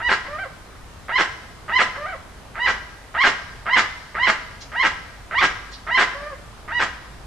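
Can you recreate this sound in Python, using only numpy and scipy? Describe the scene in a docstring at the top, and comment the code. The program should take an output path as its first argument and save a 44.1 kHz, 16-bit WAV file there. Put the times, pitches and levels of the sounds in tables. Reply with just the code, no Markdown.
"""Woodland, with a guan on a branch close to a stereo microphone, calling eleven times.
Each call starts as a low growl, flips up into a clear arched yelp and breaks into a loud rasp; three
soft whines fall between calls. Its membranes vibrate evenly for the tones and slap chaotically for
growl and rasp. Branches and trunks throw the calls back. Off microphone a small bird chips twice;
behind it all lie quiet leaf hiss, a low rumble and a deep hum that creeps up."""
import sys
import numpy as np
from scipy import signal
from scipy.fft import rfft, irfft
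from scipy.io import wavfile
from scipy.ndimage import uniform_filter1d, minimum_filter1d

SR = 44100
rng = np.random.default_rng(int(sys.argv[2]) if len(sys.argv) > 2 else 0)


def log_audio(samples):
    """Write samples as a 16-bit WAV file to the path given in sys.argv[1]."""
    # one column per channel
    frames = np.atleast_2d(samples).T
    # limit to full scale, then quantise
    limited = np.clip(frames, -1, 1)
    pcm = np.round(limited * 32767).astype(np.int16)
    wavfile.write(sys.argv[1], SR, pcm)


N = 320166

# The guan's calls. Each row: start in seconds, length of growl plus yelp in seconds, rasp length in
# seconds, crest pitch in Hz, relative yelp level in dB, relative rasp level in dB.
CALLS = [(-0.02, 0.1121, 0.0484, 981.5, -23.5, -16), (1.084, 0.0999, 0.03674, 1049, -20, -14),
         (1.681, 0.11076, 0.0362, 1034, -18, -14), (2.548, 0.1221, 0.04224, 1005, -21, -17),
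         (3.142, 0.0994, 0.0462, 1138, -17, -12.5), (3.657, 0.107, 0.04006, 1073, -17.5, -11.5),
         (4.144, 0.1277, 0.0363, 1091, -18.5, -14), (4.718, 0.118, 0.04023, 1090, -19, -16),
         (5.311, 0.1058, 0.04294, 1245, -17.5, -13), (5.867, 0.11006, 0.0544, 1052, -17.5, -14),
         (6.678, 0.1213, 0.03646, 978.4, -24, -16.5)]
# Its whines. Each row: start in seconds, length in seconds, climb in Hz per second, time until the
# voice breaks upward in seconds, size of the break in Hz, relative level in dB.
WHINES = [(0.283, 0.1804, 752.7, 0.099, 135, -28), (1.977, 0.1754, 798.6, 0.080, 130, -27.5),
          (6.149, 0.186, 308, 0.1405, 0.5, -28.5)]
# Broad colour of throat and beak. Each row: frequency in Hz, gain in dB.
THROAT_COLOUR = [(90, -24.5), (220, -10.5), (600, -9), (1000, -3.5), (1650, -0.61), (2050, 0.68),
                 (2500, -6.5), (3000, -6), (4300, -14), (5200, -14), (8000, -25), (11000, -51),
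                 (16000, -83)]
# Narrow peaks and a notch from echoes off nearby trunks. Each row: centre in Hz, width in Hz, gain in dB.
NEAR_ECHO_PEAKS = [(1012.9, 8, 6), (1124, 35, 0), (1332.8, 55, 6), (1562.6, 40, 4.5), (1611.4, 51.4, 7),
                   (1904.3, 27, 4), (1993, 11.1, -27.5), (2018, 62, 5.5), (2329, 53, 3.5), (2882, 85, 2.5)]
# The guan's direct sound at the microphone. Each row: frequency in Hz, left minus right in dB.
STEREO_LEAN = [(300, 0), (900, -0.1), (1400, -2.5), (1650, 2.15), (1950, -6), (2700, -0.5), (3200, -1.5),
               (4500, 2)]
# The small bird. Each row: start in seconds, length in seconds, first and last pitch in Hz,
# relative level in dB.
CHIPS = [(4.597, 0.0293, 5500, 4815, -40.5), (5.704, 0.055, 5047, 3863, -43)]
# Echoes from the deeper wood, then from close branches. Each row: frequency in Hz, T60 in seconds.
WOOD_T60 = [(200, 0.185), (700, 0.785), (1700, 0.8275), (3000, 0.798), (5000, 1.312), (10000, 0.433)]
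BRANCH_T60 = [(200, 0.153), (2000, 0.172), (5000, 0.1564)]
# The forest's hiss and rumble. Each row: frequency in Hz, relative spectral density in dB.
FOREST_SPECTRUM = [(12, -14), (25, -8), (39, -5), (52, -4), (70, -6), (100, -7), (160, -13), (300, -18),
                   (1200, -19), (2500, -27), (5000, -32), (9500, -37), (12500, -43), (15000, -56)]
# Ambience and echoes at the microphone. Each row: frequency in Hz, left-right likeness from 0 to 1.
STEREO_LIKENESS = [(50, 0.951), (150, 0.602), (500, 0.577), (1500, 0.466), (3500, 0.14), (10000, 0.13)]

FLIP_SHARE, CREST_SHARE = 0.365, 0.82  # how far through growl plus yelp the flip and crest come
GROWL_HZ, BELOW_FLIP_HZ, ABOVE_FLIP_HZ, HALFWAY_HZ, CRACK_HZ = 610.34, 680, 920, 987.8, 810.1
USUAL_YELP_DB, PUSH_HZ_PER_DB, SWELL_DB = -19, 4.5, 5.5  # a louder yelp sits higher
USUAL_RASP_DB, GROWL_DB, GROWL_DB_PER_DB = -14, -27, 1.4934  # a stronger growl before a strong rasp
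FLIP_JITTER, CLEAR_JITTER, RASP_JITTER = 0.0111, 0.00522, 0.1093  # shares of the pitch
RASP_LEAD_S, RASP_DROP_S, RASP_TRAIL_DB_PER_S = 0.0174, 0.0086, 136.5
WHINE_START_HZ, WHINE_END_HZ, BREAK_S, SAG_S = 560, 532, 0.012, 0.034
BREAK_DB, WHINE_KNEE, KNEE_PER_HZ = -3, 1.394, 0.00665  # a whine thins at the break, brightens with pitch
FOREST_DB, RUMBLE_SWELL_DB, RUMBLE_RATE_HZ, RUMBLE_CORNER_HZ = -42, 1, 2.5, 140
HUM_HZ, HUM_DB, HUM_DB_PER_S = 50.3, -57, 1.45
BAND_LIMIT_HZ = 15000


def guan_call(start, voiced_s, rasp_s, crest_hz, yelp_db, rasp_db):
    """One call from the branch: growl, flip of register, arched yelp, crack into a rasp."""
    flip, crest, crack = start + voiced_s * np.array([FLIP_SHARE, CREST_SHARE, 1])
    end = crack + rasp_s
    t = np.arange(start, end + 0.061, 1 / SR)
    growl_db = GROWL_DB + GROWL_DB_PER_DB * (rasp_db - USUAL_RASP_DB)
    tone = yelp(t, flip, crest, crack, end, crest_hz, growl_db, yelp_db, rasp_db)
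    return start, tone + amp(growl_db) * growl(t, flip, crack) + amp(rasp_db) * rasp(t, crack, end)


def growl(t, flip, crack):
    """Single slaps follow ever faster and die away once the register flips."""
    start = t[0]
    per_s = np.interp(t, [start + 0.00485, flip], [125, 330])
    rattle = dull(slaps(t, per_s, scatter=0.2, uneven_db=-3.5, air=2.65), 2100)
    nasal = unit(rattle - 0.458 * dull(rattle, 900))  # the half-shut beak leaves a middle band
    level_db = np.interp(t, [start, start + 0.0065, start + 0.674 * (flip - start), flip + 0.0091, crack],
                         [-6.5, 3, 0, -13.5, -20.5])
    return amp(level_db) * nasal * (t < crack)


def yelp(t, flip, crest, crack, end, crest_hz, growl_db, yelp_db, rasp_db):
    """The tone scoops up from the growl, flips register, arches and staggers on inside the rasp."""
    halfway = (flip + crest) / 2
    mid_hz = HALFWAY_HZ + PUSH_HZ_PER_DB * (yelp_db - USUAL_YELP_DB)
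    rising_hz = mid_hz + 0.3954 * (crest_hz - mid_hz)
    falling_hz = ABOVE_FLIP_HZ + 0.4036 * (crest_hz - ABOVE_FLIP_HZ)
    hz = np.interp(
        t, [flip - 0.026, flip - 0.008, flip + 0.002, halfway,
            crest - 0.013, crest, crack - 0.008, crack + 0.003],
        [GROWL_HZ, BELOW_FLIP_HZ, ABOVE_FLIP_HZ, mid_hz, rising_hz, crest_hz, falling_hz, CRACK_HZ])
    strain = np.clip(crest_hz / mid_hz - 1, 0, 0.15)  # pushed higher, the yelp gets hoarser
    jitter = np.interp(t, [flip, flip + 0.012, crest - 0.012, crack - 0.004, crack + 0.012],
                       [FLIP_JITTER, CLEAR_JITTER, CLEAR_JITTER + 0.0623 * strain,
                        FLIP_JITTER + 0.3573 * strain, RASP_JITTER])
    # brighter as the pressure builds
    knee = np.interp(t, [flip - 0.008, flip, crest - 0.015, crack + 0.0062], [1.8, 2.4, 4.1, 4.43])
    level_db = np.interp(t, [t[0], (t[0] + 2 * flip) / 3, flip + 0.012, halfway,
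                             crest - 0.008, crack, end - 0.008, end + 0.008],
                         [growl_db - 6, growl_db + 2, yelp_db, yelp_db + 0.32,
                          yelp_db + SWELL_DB, yelp_db + 3, rasp_db - 9, rasp_db - 38.5])
    shimmer_db = 1.3 * wobble(t, 70)
    hz *= 1 + jitter * wobble(t, 346.8)
    return amp(level_db + shimmer_db) * membrane(hz, knee, weak_below_hz=697)


def rasp(t, crack, end):
    """A blast of chaotic slaps, hissiest just after the crack, then duller."""
    onset, dropped = crack - RASP_LEAD_S, end + RASP_DROP_S
    level_db = np.interp(t, [onset, crack + 0.0026, crack + 0.02665, end - 0.006, dropped],
                         [-22.5, 4, 8, 7, -5])
    level_db -= RASP_TRAIL_DB_PER_S * np.maximum(t - dropped, 0)
    blast = amp(level_db) * slaps(t, per_s=340, scatter=0.5, uneven_db=3, air=1.73) * (t > onset)
    body = signal.filtfilt(*signal.butter(2, 3500, fs=SR), blast)
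    hiss_gain = np.interp(t, [crack, crack + 0.00733, end + 0.0089], [0.7, 1.5, 0.85])
    return body + hiss_gain * (blast - body)


def whine(start, length, climb, break_after, break_hz, db):
    """A short croak clears into a soft low tone that climbs, may break upward, and sags at the end."""
    end = start + length
    t = np.arange(start - 0.032, end + 0.0143, 1 / SR)
    broken = np.clip((t - start - break_after) / BREAK_S, 0, 1)
    sag = np.clip((t - end) / SAG_S + 1, 0, 1)
    held_hz = WHINE_START_HZ + climb * np.clip(t - start, 0, break_after) + break_hz * broken
    hz = held_hz + sag * (WHINE_END_HZ - held_hz)
    knee = WHINE_KNEE + KNEE_PER_HZ * (hz - WHINE_START_HZ)
    jitter = 0.0091 + 0.00008 * break_hz * broken  # hoarser above the break
    fade = np.interp(t, [start - 0.004, start + 0.0013, end - 0.003, t[-1]], [0, 1, 1, 0])
    tone_db = 3 + BREAK_DB * broken * (1 - sag) + 1.75 * wobble(t, 35)
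    tone = fade * amp(tone_db) * membrane(hz * (1 + jitter * wobble(t, 120)), knee, weak_below_hz=180)
    croak_db = np.interp(t, [t[0], start - 0.01, start + 0.0074], [-6, 1, -17])
    croak = amp(croak_db) * slaps(t, per_s=320, scatter=0.3, uneven_db=-2, air=0.46)
    return t[0], amp(db) * (tone + croak)


def membrane(hz, knee, weak_below_hz):
    """Regular vibration: harmonics fall steeply past number `knee`; the lowest radiate weakly."""
    phase = 2 * np.pi * np.cumsum(hz) / SR
    orders = np.arange(1, 10)[:, None]
    heights = 1 / (1 + (orders / knee) ** 3.07) / (1 + (weak_below_hz / (orders * hz)) ** 4)
    return (heights * np.cos(orders * phase)).sum(0) / np.sqrt((heights ** 2).sum(0) / 2)


def slaps(t, per_s, scatter, uneven_db, air):
    """Chaotic vibration: the membranes slap at uneven times and strengths, each with a puff of air."""
    turns = np.cumsum(per_s * np.exp(scatter * wobble(t, 300))) / SR
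    force = amp(uneven_db * np.tanh(wobble(t, 270)))
    clicks = np.diff(np.floor(turns), prepend=-1) > 0
    puffs = np.exp(-(turns % 1) / 0.426) * rng.standard_normal(len(t))
    return unit(unit(dull(force * clicks, 1800)) + air * unit(force * puffs))


def throat_and_trunks(voice):
    """Throat and beak give the broad colour; echoes off nearby trunks add narrow peaks and a notch."""
    hz = np.abs(np.fft.fftfreq(8192, 1 / SR))
    peaks_db = sum(db / (1 + (2 * (hz - centre) / width) ** 2) for centre, width, db in NEAR_ECHO_PEAKS)
    log_gain = np.log(amp(read(THROAT_COLOUR, hz) + peaks_db))
    response = np.fft.ifft(np.exp(np.conj(signal.hilbert(log_gain)))).real  # minimum phase
    return signal.oaconvolve(voice, response[:len(hz) // 2])[:len(voice)]


def chip(start, length, first_hz, last_hz, db):
    """The small bird's thin, buzzy falling note."""
    t = np.arange(0, length, 1 / SR)
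    hz = np.linspace(first_hz, last_hz, len(t)) * (1 + 0.209 * wobble(t, 874))
    return start, amp(db) * unit(np.sin(2 * np.pi * np.cumsum(hz) / SR) * np.sin(np.pi * t / length))


def echoes(sound, t60, delay_s, rise_s):
    """Trunks and leaves scatter sound back to the microphone, each band dying at its own speed."""
    taps = rng.standard_normal((2, SR)) * (rng.random((2, SR)) < 0.06)
    hz, t, bands = signal.stft(taps, SR, nperseg=256)
    bands = diffuse_pair(*bands, hz) * amp(-60 * t / read(t60, hz)[:, None])
    tail = signal.istft(bands, SR, nperseg=256)[1]
    tail *= np.clip((np.arange(tail.shape[1]) / SR - delay_s) / rise_s, 0, 1)
    tail /= np.linalg.norm(tail, axis=1, keepdims=True)
    return signal.fftconvolve(sound[None], tail, axes=1)[:, :N]


def forest():
    """All around, leaf hiss in drifting patches above a low rumble that swells and sinks."""
    hz, t = np.fft.rfftfreq(2048, 1 / SR), np.arange(N // 512 + 5) * 512 / SR
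    re_a, im_a, re_b, im_b, patches = rng.standard_normal((len(t), len(hz), 5)).T
    patches_db = unit(uniform_filter1d(uniform_filter1d(patches, size=20, axis=0), size=8, axis=1))
    swell_db = RUMBLE_SWELL_DB * wander(t, RUMBLE_RATE_HZ) / (1 + (hz[:, None] / RUMBLE_CORNER_HZ) ** 4)
    bands = diffuse_pair(re_a + 1j * im_a, re_b + 1j * im_b, hz)
    bands *= amp(read(FOREST_SPECTRUM, hz)[:, None] + patches_db + swell_db)
    return amp(FOREST_DB) * unit(signal.istft(bands, nperseg=2048, noverlap=1536)[1][:, :N])


def hum():
    """A deep, wavering hum that creeps up behind the calls."""
    t = np.arange(N) / SR
    drift = np.interp(t, np.arange(0, 8, 0.25), rng.standard_normal(32))
    tone = unit(np.sin(2 * np.pi * np.cumsum(HUM_HZ + 2.46 * drift) / SR))
    return amp(HUM_DB + HUM_DB_PER_S * t + 1.5 * drift[::-1]) * tone


def diffuse_pair(a, b, hz):
    """Left and right from two unrelated spectrograms, most alike in the bass."""
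    same = read(STEREO_LIKENESS, hz)[:, None]
    return np.array([a, same * a + np.sqrt(1 - same ** 2) * b])


def wobble(t, rate_hz):
    """Smooth random flutter, rms about 1, up to a second long."""
    hz = np.fft.rfftfreq(SR, 1 / SR)
    return unit(irfft(rfft(rng.standard_normal(SR)) / (1 + (hz / rate_hz) ** 4)))[:len(t)]


def wander(t, rate_hz):
    """Slow random drift, rms about 1."""
    hz = rate_hz * np.geomspace(0.1, 1, 20)[:, None]
    return np.sin(2 * np.pi * (hz * t + rng.random(hz.shape))).sum(0) / np.sqrt(10)


def dull(x, corner_hz):
    """Softens sharp edges with a two-pole low-pass."""
    return signal.lfilter(*signal.butter(2, corner_hz, fs=SR), x)


def amp(db):
    """Decibels to gain."""
    return 10 ** (np.asarray(db) / 20)


def unit(x):
    """Scales to rms 1."""
    return x / np.sqrt(np.mean(x ** 2) + 1e-20)


def read(table, hz):
    """Reads a table on a log-frequency axis."""
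    table_hz, value = np.transpose(table)
    return np.interp(np.log(hz + 1), np.log(table_hz + 1), value)


def add(mix, start_s, sound):
    """Lays a sound into the mix, trimming any overhang."""
    at = round(start_s * SR)
    sound = sound[max(-at, 0):]
    part = mix[max(at, 0):][:len(sound)]
    part += sound[:len(part)]


def scene():
    """The guan close to the microphone, the wood answering; the small bird is heard only by echo."""
    guan, small_bird = np.zeros(N), np.zeros(N)
    for row in CALLS:
        add(guan, *guan_call(*row))
    for row in WHINES:
        add(guan, *whine(*row))
    for row in CHIPS:
        add(small_bird, *chip(*row))
    guan = amp(-1) * throat_and_trunks(guan)
    hz = np.fft.rfftfreq(N, 1 / SR)
    lean_db = read(STEREO_LEAN, hz)
    # the beak beams treble away from the microphone, so it arrives by way of the branches
    direct_share = 0.037 + 0.7893 / (1 + (hz / 3800) ** 4)
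    direct = irfft(rfft(guan) * np.sqrt(direct_share) * amp(np.array([lean_db, -lean_db]) / 2), N)
    aside = irfft(rfft(guan) * np.sqrt(1 - direct_share), N)
    branches = echoes(aside + small_bird, BRANCH_T60, delay_s=0.00279, rise_s=0.00247)
    wood = echoes(guan + small_bird, WOOD_T60, delay_s=0.024, rise_s=0.0354)
    return direct + amp(1.5) * branches + amp(-15) * wood + forest() + hum()


def record(dry):
    """After the microphone, a quick limiter holds down the loudest peaks; then the band limit."""
    gain = 0.97 / np.maximum(abs(dry).max(0), 0.97)
    gain = uniform_filter1d(minimum_filter1d(gain, size=121), size=81)
    low_pass = signal.firwin(511, BAND_LIMIT_HZ, window=("kaiser", 9), fs=SR)
    return signal.oaconvolve(dry * gain, low_pass[None], "same")


dry = scene()
out = record(dry)
log_audio(out)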